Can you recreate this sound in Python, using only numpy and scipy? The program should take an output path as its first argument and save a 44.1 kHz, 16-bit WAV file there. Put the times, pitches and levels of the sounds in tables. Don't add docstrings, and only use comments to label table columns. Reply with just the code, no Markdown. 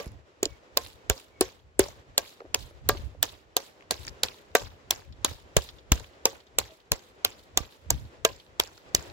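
import sys
import numpy as np
from scipy import signal
from scipy.fft import rfft, irfft, next_fast_len
from scipy.io import wavfile
from scipy.ndimage import uniform_filter1d, minimum_filter1d, map_coordinates

SR = 44100
rng = np.random.default_rng(int(sys.argv[2]) if len(sys.argv) > 2 else 0)


def store_pcm(level_fs):
    pcm = np.round(np.clip(level_fs, -1, 1) * 32767).astype(np.int16)
    wavfile.write(sys.argv[1], SR, np.atleast_2d(pcm).T)


def magnitude_from_level(level_db):
    exponent = np.asarray(level_db, float) / 20
    return 10 ** exponent


N = 402191
EARLY_S = -0.012

# start_s, low_db, low_hz, upper_db, upper_hz
BLOWS = [(0.429, -24, 383, -37, 620), (0.77, -31, 540, -27.5, 620), (1.098, -27.5, 406, -29.5, 650),
         (1.41, -19.5, 375, -26.5, 740), (1.794, -15, 385, -32.5, 1000), (2.178, -32, 542, -31, 620),
         (2.544, -45, 560, -39, 750), (2.8925, -25, 422, -24, 740), (3.2274, -39, 640, -38, 930),
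         (3.566, -32.5, 449, -32, 740), (3.908, -39.5, 422, -33.5, 720), (4.233, -36.5, 514, -40.5, 620),
         (4.551, -21.5, 431, -20, 700), (4.906, -54, 420, -35, 700), (5.246, -34.5, 363, -39.5, 990),
         (5.566, -31.5, 334, -35, 620), (5.9188, -33, 292, -38, 620), (6.2547, -23.5, 465, -28, 910),
         (6.585, -35.5, 449, -46, 640), (6.9178, -34.5, 576, -41.5, 620), (7.246, -43.5, 595, -33, 660),
         (7.5734, -39, 367, -32, 760), (7.904, -40.5, 523, -38, 620), (8.2493, -24.5, 444, -21, 640),
         (8.5971, -40, 390, -37, 620), (8.947, -39, 377, -62, 930)]
# crunch_db, large_pieces_db, small_pieces_db, snap_db, gives_way_after_ms
NUTS = [(-37, -33, -29.5, -38.5, 2.2), (-29.5, -18.5, -29, -25.5, 3.35), (-28.5, -27.5, -24.5, -28.5, 0.7),
        (-37, -32.5, -37.5, -23, -0.1), (-37, -39.5, -35, -24.5, -0.6), (-36, -17.5, -21, -25.5, 1.5),
        (-41, -24, -27, -34, 1.7), (-22.5, -31.5, -29.5, -26, -2.5), (-33.5, -22.5, -25.5, -19, 1.16),
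        (-36.5, -28, -30, -27, 1.5), (-43, -29, -32, -34.5, 2.1), (-40, -23.5, -31.5, -34, 1.5),
        (-23, -30, -30.5, -32.5, 1), (-41.5, -26, -25.5, -29.5, 3), (-29.5, -27.5, -25.5, -29, 1.6),
        (-29, -26.5, -21, -22.5, 2.2), (-32, -27, -21, -31, 1.5), (-39, -26.5, -17.5, -31.5, 0.9),
        (-39, -24.5, -20, -28.5, 2), (-34.5, -26, -28.5, -29, 1.2), (-34, -21.5, -28.5, -29, 2.8),
        (-32.5, -22.5, -20.5, -30, 1.1), (-39.5, -34, -21.5, -32, 1), (-23, -24, -23.5, -31.5, 0.9),
        (-35, -20, -28, -31.5, 2.6), (-30.5, -25, -19.5, -31, 2.4)]
# crunch_hz, large_pieces_hz, small_pieces_hz, snap_hz
NUT_PITCH = [(1000, 4670, 7100, 9970), (1010, 4430, 6020, 15480), (1110, 3240, 7060, 12490),
             (1190, 4070, 7340, 10090), (1000, 2870, 7710, 10510), (1590, 4380, 7670, 11030),
             (1410, 4590, 6250, 10730), (1200, 3840, 6770, 11960), (1000, 3970, 7350, 14190),
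             (1120, 4480, 7370, 13790), (2210, 4450, 7280, 9930), (2080, 4070, 7350, 8950),
             (1850, 2300, 6970, 13380), (2200, 3670, 5470, 14670), (1010, 4150, 6830, 9530),
             (1940, 3100, 6750, 15430), (1170, 2570, 6690, 12330), (1000, 3780, 5660, 12630),
             (1170, 3270, 7360, 12320), (2000, 4600, 6470, 11910), (1300, 4160, 7280, 14450),
             (1030, 3560, 7490, 8100), (1130, 5390, 7110, 15080), (1130, 3640, 6430, 12810),
             (1910, 3480, 7380, 10570), (2120, 4480, 6260, 13940)]
# rattle_db, falling_nuts_db, flight_s, air_wake_db
LOOSE = [(-50, -69.5, 0.068, -51), (-45, -48, 0.067, -47), (-43, -52, 0.066, -47.5), (-42, -60, 0.072, -50),
         (-39, -52, 0.045, -41.5), (-42.5, -50, 0.085, -54.5), (-46.5, -51, .063, -43),
         (-42.5, -55, 0.093, -34.5), (-42, -51.5, .037, -43.5), (-45.5, -53.5, 0.065, -59.5),
         (-43.5, -50, 0.098, -47.5), (-42, -58, 0.11, -48.5), (-37, -64.5, .053, -56),
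         (-42.5, -64, 0.084, -51), (-42, -49.5, 0.045, -39), (-39.5, -47, 0.053, -44.5),
         (-43, -53.5, 0.068, -38.5), (-42, -57, 0.051, -51), (-43, -61, 0.14, -47.5),
         (-45.5, -60, 0.12, -54), (-43.5, -61.5, 0.15, -53), (-44, -58, 0.15, -44.5),
         (-45.5, -56, .072, -32), (-42, -62.5, 0.15, -44), (-43.5, -59.5, 0.15, -47),
         (-44, -56.5, 0.094, -47)]


def unit(x):
    return x / np.sqrt(np.mean(x ** 2) + 1e-20)


def brief(x, db):
    return magnitude_from_level(db) * x / np.sqrt(np.sum(x ** 2) / (SR / 50))


def along(points, hz):
    f, v = np.transpose(points)
    return np.interp(np.log(hz + 1), np.log(f + 1), v)


def curve(rows):
    return np.interp(np.arange(N) / SR, *np.transpose(rows))


def wobble(n, rate):
    knots = rng.standard_normal(int(n * rate / SR) + 4)
    return map_coordinates(knots, [np.arange(n) * rate / SR])


def filtered(x, response):
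    m = next_fast_len(x.shape[-1] + 2048, real=True)
    return irfft(rfft(x, m) * response(np.fft.rfftfreq(m, 1 / SR)), m)[..., :x.shape[-1]]


def passed(x, lo_hz, hi_hz):
    sos = signal.butter(4, [lo_hz, min(hi_hz, 20000)], "bandpass", fs=SR, output="sos")
    x = signal.sosfilt(sos, x)
    return x / np.abs(x).max()


def ring(t, hz, t60, attack):
    u = np.maximum(t, 0)
    return np.sin(2 * np.pi * hz * u) * magnitude_from_level(-60 * u / t60) * (1 - np.exp(-u / attack))


def burst(t, hz, spread, cycles, span, count):
    draw = rng.standard_normal((count, 3))
    not_first = np.arange(count)[:, None] > 0
    start = span * rng.exponential(size=(count, 1)) * not_first
    pitch = np.minimum(hz * np.exp(spread * draw[:, :1]), 16000)
    size = magnitude_from_level(0.52 * draw[:, 1:2]) * np.sign(draw[:, 2:]) * np.exp(-0.7 * start / span)
    n = np.searchsorted(t, np.max(start + cycles / pitch))
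    grains = size * ring(t[:n] - start, pitch, cycles / pitch, attack=0.3 / pitch)
    x = np.pad(np.sum(grains, axis=0), (0, len(t) - n))
    return x / np.abs(x).max()


def add(track, s, sound, other, share):
    # start_s, left_port_lag_samples, left_minus_right_db
    place = [
        (0, -6, -3.5),
        (1.799, -5, -0.5),
        (3.502, -1.5, -1.9),
        (4.9, 0.5, 0),
        (6.302, 3.5, -1.7),
        (7.3, 6, -1),
        (9.1, 8.5, -1.7),
    ]
    at, lag, pan_db = np.transpose(place)
    side = np.array([[0.5], [-0.5]])
    share = np.clip(share, 0, 1)
    pair = np.sqrt(1 - share) * sound + np.sqrt(share) * other * 2 * side
    delay = side * np.interp(s, at, lag) + 8
    pair = filtered(pair, lambda hz: np.exp(-2j * np.pi * hz * delay / SR))
    pair = pair * magnitude_from_level(side * np.interp(s, at, pan_db))
    i = round(s * SR) + SR - 8
    track[:, i:i + pair.shape[1]] += pair


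def shell(t, large_db, large_hz, small_db, small_hz, snap_db, snap_hz):
    span = 0.00091
    creak = brief(burst(t, 3500, 0.4, 6, span=0.0016, count=10), max(large_db, small_db) - 32)
    t = t - 0.003
    large = burst(t, large_hz, 0.05, 18, span, count=3)
    large = large + magnitude_from_level(-1) * burst(t, np.sqrt(3900 * large_hz), 0.2, 7.2, 1.3 * span, count=10)
    small = burst(t, small_hz, 0.03, 22, span, count=3)
    small = small + magnitude_from_level(-3.5) * burst(t, 6600, 0.19, 8, 1.9 * span, count=10)
    small = small + magnitude_from_level(-8) * ring(t, 7360, 0.011, attack=0.00018)
    snap = magnitude_from_level(-2.5) * burst(t, snap_hz, 0.058, 15, span, count=6)
    snap = snap + burst(t, np.sqrt(12300 * snap_hz), 0.32, 8, span, count=20)
    large = brief(passed(large, 2300, 5400), large_db - 0.8)
    small = brief(passed(small, 5200, 8000), small_db - 0.6)
    snap = brief(passed(snap, 8300, 16800), snap_db + 8.0)
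    return creak + large + small + snap


def shells(track):
    # start_s, large_pieces_db, large_pieces_hz, small_pieces_db, snap_db
    second_breaks = [
        (0.4544, -30, 4840, -34, -65),
        (7.9053, -36, 5370, -28, -39),
    ]
    t = np.arange(SR // 50) / SR
    cracks = []
    for blow, nut, pitch in zip(BLOWS, NUTS, NUT_PITCH):
        _, large_db, small_db, snap_db, after_ms = nut
        _, large_hz, small_hz, snap_hz = pitch
        cracks.append((blow[0] + after_ms / 1000, large_db, large_hz, small_db, small_hz, snap_db, snap_hz))
    for s, large_db, large_hz, small_db, snap_db in second_breaks:
        cracks.append((s + 0.001, large_db, large_hz, small_db, 7160, snap_db, 12000))
    for s, *parts in cracks:
        crack = shell(t, *parts)
        add(track, s - 0.0036, crack, np.roll(crack, shift=17), share=0.03)
    return track


def board(track):
    # low_db, low_hz, upper_db, upper_hz
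    early_knock = (-24, 477.5, -30, 697)
    # crunch_db, crunch_hz
    early_kernel = (-36, 1500)
    # pitch_hz, level_db, t60_s
    modes = [(320.6, -16.5, 0.0081), (447.6, -12.5, 0.1), (550, -18.5, 0.18), (700, -13.5, 0.076),
             (908, -13, 0.053), (1105, -20.5, 0.12), (1610, -18, 0.081), (1820, -31.5, 0.099)]
    t = np.arange(SR // 6) / SR
    knocks = [(EARLY_S, *early_knock), *BLOWS]
    kernels = [early_kernel, *[(nut[0], pitch[0]) for nut, pitch in zip(NUTS, NUT_PITCH)]]
    for (s, db, hz, upper_db, upper_hz), (crunch_db, crunch_hz) in zip(knocks, kernels):
        low = magnitude_from_level(4.5) * ring(t, hz, t60=0.02 * 400 / hz, attack=0.00076)
        low_t60 = np.clip(0.033 + 0.2 * (db + 20), 0.05, 0.1)
        low = low + magnitude_from_level(-5) * ring(t, hz, low_t60, attack=0.001)
        upper = magnitude_from_level(-5) * ring(t - 0.0008, upper_hz, 0.036, attack=0.00092)
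        draw = rng.standard_normal((len(modes), 2)) * [2.5, 0.04]
        for (mode_hz, mode_db, mode_t60), (more_db, detune) in zip(modes, draw):
            mode = magnitude_from_level(mode_db + more_db) * ring(t - 0.0008, mode_hz * (1 + detune), mode_t60, attack=0.00072)
            if mode_hz < 620:
                low = low + mode
            else:
                upper = upper + magnitude_from_level(-1) * mode
        late = t - 0.0021
        crunch = burst(late, crunch_hz, 0.031, 7, span=0.0012, count=3)
        crunch = crunch + burst(late, 1500, 0.34, 4.9, span=0.0015, count=10)
        knock = brief(passed(low, 200, 3600), db - 0.7) + brief(upper, upper_db - 2.0)
        knock = knock + brief(passed(crunch, 900, 2580), crunch_db - 3.0)
        add(track, s - 0.0006, knock, knock, share=0.02)
    return track


def clatter(n, colour, patchy_db):
    hits = (rng.random((2, n)) < 0.07) * rng.standard_normal((2, n))
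    hz, t, z = signal.stft(hits, SR, nperseg=256)
    field = uniform_filter1d(rng.standard_normal(z.shape[1:]), size=7, axis=0)
    field = uniform_filter1d(field, size=3, axis=1)
    z = z * magnitude_from_level(colour(hz[:, None], t) + patchy_db * unit(field))
    return signal.istft(z, SR, nperseg=256)[1][:, :n]


def rattle(n):
    # pitch_hz, level_db_per_hz
    colour = [(150, -50.5), (250, -4), (446, -1), (823, -9), (931, 4), (1090, -11), (4510, -9.5),
              (7110, -13), (8630, -18), (15800, -20.5), (16100, -49)]
    # pitch_hz, t60_s
    decay = [(300, 0.36), (2000, 0.42), (6000, 0.32), (12000, 0.36)]
    pair = clatter(n, lambda hz, t: along(colour, hz) - 60 * t / along(decay, hz), patchy_db=4.5)
    return pair / np.sqrt(np.mean(pair[:, :n // 6] ** 2))


def loose(track):
    # rattle_db, falling_nuts_db, flight_s, air_wake_db
    early_loose = (-47.5, -68, -2, -52)
    # pitch_hz, level_db_per_hz
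    fall = [(530, -49.5), (900, -25.5), (1630, -20), (3780, -3.5), (6160, -13.5), (7390, -12), (8350, -8.5),
            (15800, -14.5), (16100, -39)]
    t = np.arange(SR * 2 // 5) / SR
    n = len(t)
    starts = [EARLY_S, *np.transpose(BLOWS)[0]]
    for s, (rattle_db, fall_db, flight, _) in zip(starts, [early_loose, *LOOSE]):
        shaken = rattle(n) * (1 - np.exp(-t / 0.0015))
        first = magnitude_from_level(18.0) * rattle(n) * magnitude_from_level(-60 * t / 0.078)
        rain = unit(clatter(n, lambda hz, _: along(fall, hz), patchy_db=3))
        rain = rain * magnitude_from_level(2.2 * wobble(n, 90))
        late = t - flight
        rise = np.exp(-0.5 * (late / 0.018) ** 2)
        straggle = 1 / np.exp((late / 0.075) ** 1.3)
        rain = rain * np.where(late < 0, rise, straggle)
        add(track, s, *(magnitude_from_level(rattle_db) * (shaken + first) + magnitude_from_level(fall_db + 0.5) * rain), share=0.5)
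    return track


def ticks(track):
    # start_s, peak_db, pitch_hz, wood_relative_db
    splinters = [(0.019, -51, 4500, -20), (.029, -33, 12000, -28), (.058, -35, 10500, -30),
                 (0.067, -39, 10600, -30), (0.076, -37, 10500, -30), (.118, -43, 10300, -30),
                 (.045, -39, 10400, -33), (2.709, -48, 1490, 6), (.85, -31, 11000, -30),
                 (.871, -30.5, 11700, -26), (1.199, -33, 9100, -26), (2.293, -41.5, 4430, -29),
                 (2.416, -45, 1460, 10), (2.44, -61.5, 1480, 21), (2.459, -51, 1290, 8),
                 (2.948, -35, 1070, 4), (4.08, -21, 4800, -32), (4.0864, -28, 5400, -33),
                 (4.093, -32.5, 5500, -25), (4.516, -47, 4000, -10.5), (4.961, -28, 5480, -34),
                 (5.62, -26.5, 5000, -16.5), (0.4563, -22.5, 5800, -1.5), (0.8627, -30, 3830, -18.5),
                 (1.1777, -31.5, 5440, -33), (1.8384, -24.5, 5440, -7.5), (1.8837, -33, 5370, -2.5),
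                 (2.4039, -32, 1260, -3), (2.4517, -49.5, 1330, 13), (5.977, -32, 2560, -16),
                 (3.1483, -64, 1460, 23.5), (3.8072, -40, 2240, -21), (3.601, -33, 5200, -18),
                 (3.823, -43, 2380, -24), (3.9412, -26, 4130, -13.5), (4.05, -30.5, 5750, -39),
                 (4.0676, -25, 7240, -34), (4.0766, -25.5, 1770, -20.5), (4.2844, -25, 4000, -32),
                 (5.9555, -26, 6650, -13.5), (5.9974, -30, 6900, -21), (6.0427, -35.5, 2700, -25.5),
                 (6.9927, -39, 4640, -25.5), (8.2908, -37.5, 4230, -3), (8.636, -25, 5340, -12),
                 (8.674, -33, 6160, -18), (8.777, -35.5, 5050, -14), (8.8187, -49, 4740, -18),
                 (8.8905, -51.5, 5900, -18.5), (8.9943, -31, 5600, -26), (9.025, -34, 6700, -25),
                 (9.0992, -37, 4350, -11)]
    # start_s, peak_db
    drops = [(2.262, -35), (2.629, -36), (2.975, -30), (3.2959, -32), (5.1287, -40.5), (5.371, -50),
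             (5.3954, -43.5), (5.693, -28), (5.789, -39.5), (6.1392, -46.5), (6.4076, -39), (6.4728, -41.5),
             (6.7107, -39), (6.8062, -45), (7.038, -56.5), (7.3253, -35.5), (7.3975, -42), (7.654, -37.5),
             (7.726, -41), (7.9463, -34), (8.056, -42), (8.403, -36.5), (8.4684, -44.5), (8.749, -53),
             (9.072, -44)]
    t = np.arange(SR // 16) / SR
    landings = [(*row, 0.0028, -4) for row in splinters]
    settle_s = 0.009
    for s, db in drops:
        landings.append((s - settle_s / 2, db - 3.5, 3780, -70 - db, settle_s, -9))
    for s, db, hz, wood_db, span, broad_db in landings:
        chip = burst(t, hz, 0.1, 10, span, count=round(span * 3000))
        chip = chip + magnitude_from_level(broad_db) * burst(t, 6000, 0.95, 4.7, 0.95 * span, count=14)
        chip = passed(chip, 0.18 * hz, 4.5 * hz)
        knock = passed(burst(t, 450, 0.27, 12.0, span=0.003, count=4), 300, 1500)
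        sound = magnitude_from_level(db - 4.5) * (chip + magnitude_from_level(wood_db + 2.5) * knock)
        add(track, s, sound, magnitude_from_level(db + 4.5) * np.roll(chip, shift=23), share=0.15)
    return track


def puffs():
    # start_s, left_db, right_db, right_port_late_s
    arrivals = [(0.066, -34, -31, 0.00024), (1.099, -22.5, -20, 0.0024), (1.8, -26, -28, 0.0013),
                (5.566, -16.5, -17.5, 0.0072), (5.918, -12, -14, 0.00062), (5.952, -54, -30, 0.00024),
                (6.916, -24.5, -27, 0.0086), (7.571, -47, -30.5, 0.00022), (7.605, -62.5, -28, 0.00018),
                (7.913, -35.5, -28, 0.0024), (8.947, -32, -36.5, 0.00022)]
    t, out = np.arange(SR // 5) / SR, np.zeros((2, N + SR))
    for s, left_db, right_db, late in arrivals:
        u = np.maximum(t - np.array([[0], [late]]), 0)
        turns = 58 * u + 0.51 * (1 - np.exp(-u / 0.0016))
        swing = np.sin(2 * np.pi * turns) * np.exp(-(u / 0.021) ** 2.1)
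        out[:, round(s * SR):][:, :len(t)] -= magnitude_from_level([[left_db], [right_db]]) * 1.18 * swing
    return out[:, :N]


def breeze_db():
    # start_s, length_s, level_db
    gusts = [(.07, .03, -44), (1.95, .1, -53.5), (2.58, .13, -46.5), (2.86, .23, -41.5), (3.3, .04, -58.5),
             (4.0, .12, -52), (4.63, .05, -45.5), (5.08, .06, -43), (5.4, .1, -54.5), (5.75, .1, -65),
             (7.1, .2, -65.5), (7.98, .05, -44), (9.05, .07, -51)]
    t = np.arange(0, N, 64) / SR
    wakes = [(blow[0] + 0.016, 0, row[3]) for blow, row in zip(BLOWS, LOOSE)]
    power = magnitude_from_level(2 * -68)
    for s, length, db in [*gusts, *wakes]:
        below_db = np.maximum(260.5 * (s - t), 132.5 * (t - s - length))
        power = power + magnitude_from_level(2 * (db - np.maximum(below_db, 0)))
    return curve(np.transpose([t, 10 * np.log10(power)]))


def hiss(spectrum, alike):
    def mid_side(hz):
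        turn = np.arccos(np.clip(along(alike, hz), -1, 1)) / 2
        return magnitude_from_level(along(spectrum, hz)) * [np.cos(turn), np.sin(turn)]
    mid, side = filtered(rng.standard_normal((2, N)), mid_side)
    return unit(np.array([mid + side, mid - side]))


def bird():
    # start_s, length_s, start_hz, end_hz, level_db
    calls = [
        (.46, .13, 2290, 2200, -71),
        (.95, .12, 2270, 2190, -80),
        (1.31, .11, 2290, 2160, -72),
        (6.68, .07, 650, 630, -60),
    ]
    t, out = np.arange(N) / SR, np.zeros(N)
    hoarse = magnitude_from_level(4.5 * wobble(N, 130))
    for s, length, start_hz, end_hz, db in calls:
        u = np.clip((t - s) / length, 0, 1)
        phase = 2 * np.pi * np.cumsum(start_hz + (end_hz - start_hz) * u) / SR
        out += magnitude_from_level(db + 6.5) * np.sin(np.pi * u) * np.sin(phase)
    return out * hoarse


def air():
    # pitch_hz, level_db_per_hz
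    wind = [(13, -41.5), (22, -21.5), (48, -6.5), (70, -1.5), (112, -7), (174, -21.5), (300, -24),
            (390, -57), (660, -120)]
    # pitch_hz, level_db_per_hz
    yard_colour = [(71, -35), (120, -13), (257, -13), (373, -7.5), (508, -7.5), (574, -9), (735, -13),
                   (2020, -19), (2190, -21.5), (2380, -20.5), (8530, -34.5), (15200, -51), (16500, -46)]
    # start_s, level_db
    yard_level = [(0, -48), (.25, -64), (1.0, -58), (1.65, -64), (2.0, -59.5), (2.6, -58.5), (3.02, -53.5),
                  (3.2, -61), (4.0, -58), (4.11, -55), (4.35, -58.5), (5.5, -58), (8.8, -60), (9.12, -50)]
    # pitch_hz, left_right_likeness
    yard_alike = [(100, -0.088), (300, 0.86), (640, 0.35), (1400, -0.44), (3000, 0.11)]
    lumps = magnitude_from_level(6 * np.array([wobble(N, 21), wobble(N, 19)]))
    buffet = magnitude_from_level(breeze_db() + 1.56) * unit(lumps * hiss(wind, [(60, 0.54)]))
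    yard_db = curve(yard_level) + 1.0 + 1.8 * wobble(N, 7.1) + 1.5 * wobble(N, 30)
    yard = magnitude_from_level(yard_db) * hiss(yard_colour, yard_alike)
    return buffet + yard + puffs() + bird()


def scene():
    track = np.zeros((2, N + 2 * SR))
    for source in (shells, board, loose, ticks):
        track = source(track)
    return track[:, SR:SR + N] + air()


def top_cut(x):
    return signal.sosfilt(signal.butter(12, 17160, fs=SR, output="sos"), x)


def record(dry):
    # pitch_hz, level_db
    treble_step = [(7700, 0), (8200, -9), (11000, -5), (15900, -4), (16100, -17), (16900, -30), (17150, -90)]
    heard = filtered(dry, lambda hz: magnitude_from_level(along(treble_step, hz)))
    ceiling = 0.93
    need = ceiling / np.maximum(np.abs(heard).max(axis=0), ceiling)
    gain = uniform_filter1d(minimum_filter1d(need, size=61), size=31)
    mix = filtered(heard * gain, lambda hz: hz < 17100)
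    return top_cut(mix)


dry = scene()
out = record(dry)
store_pcm(out)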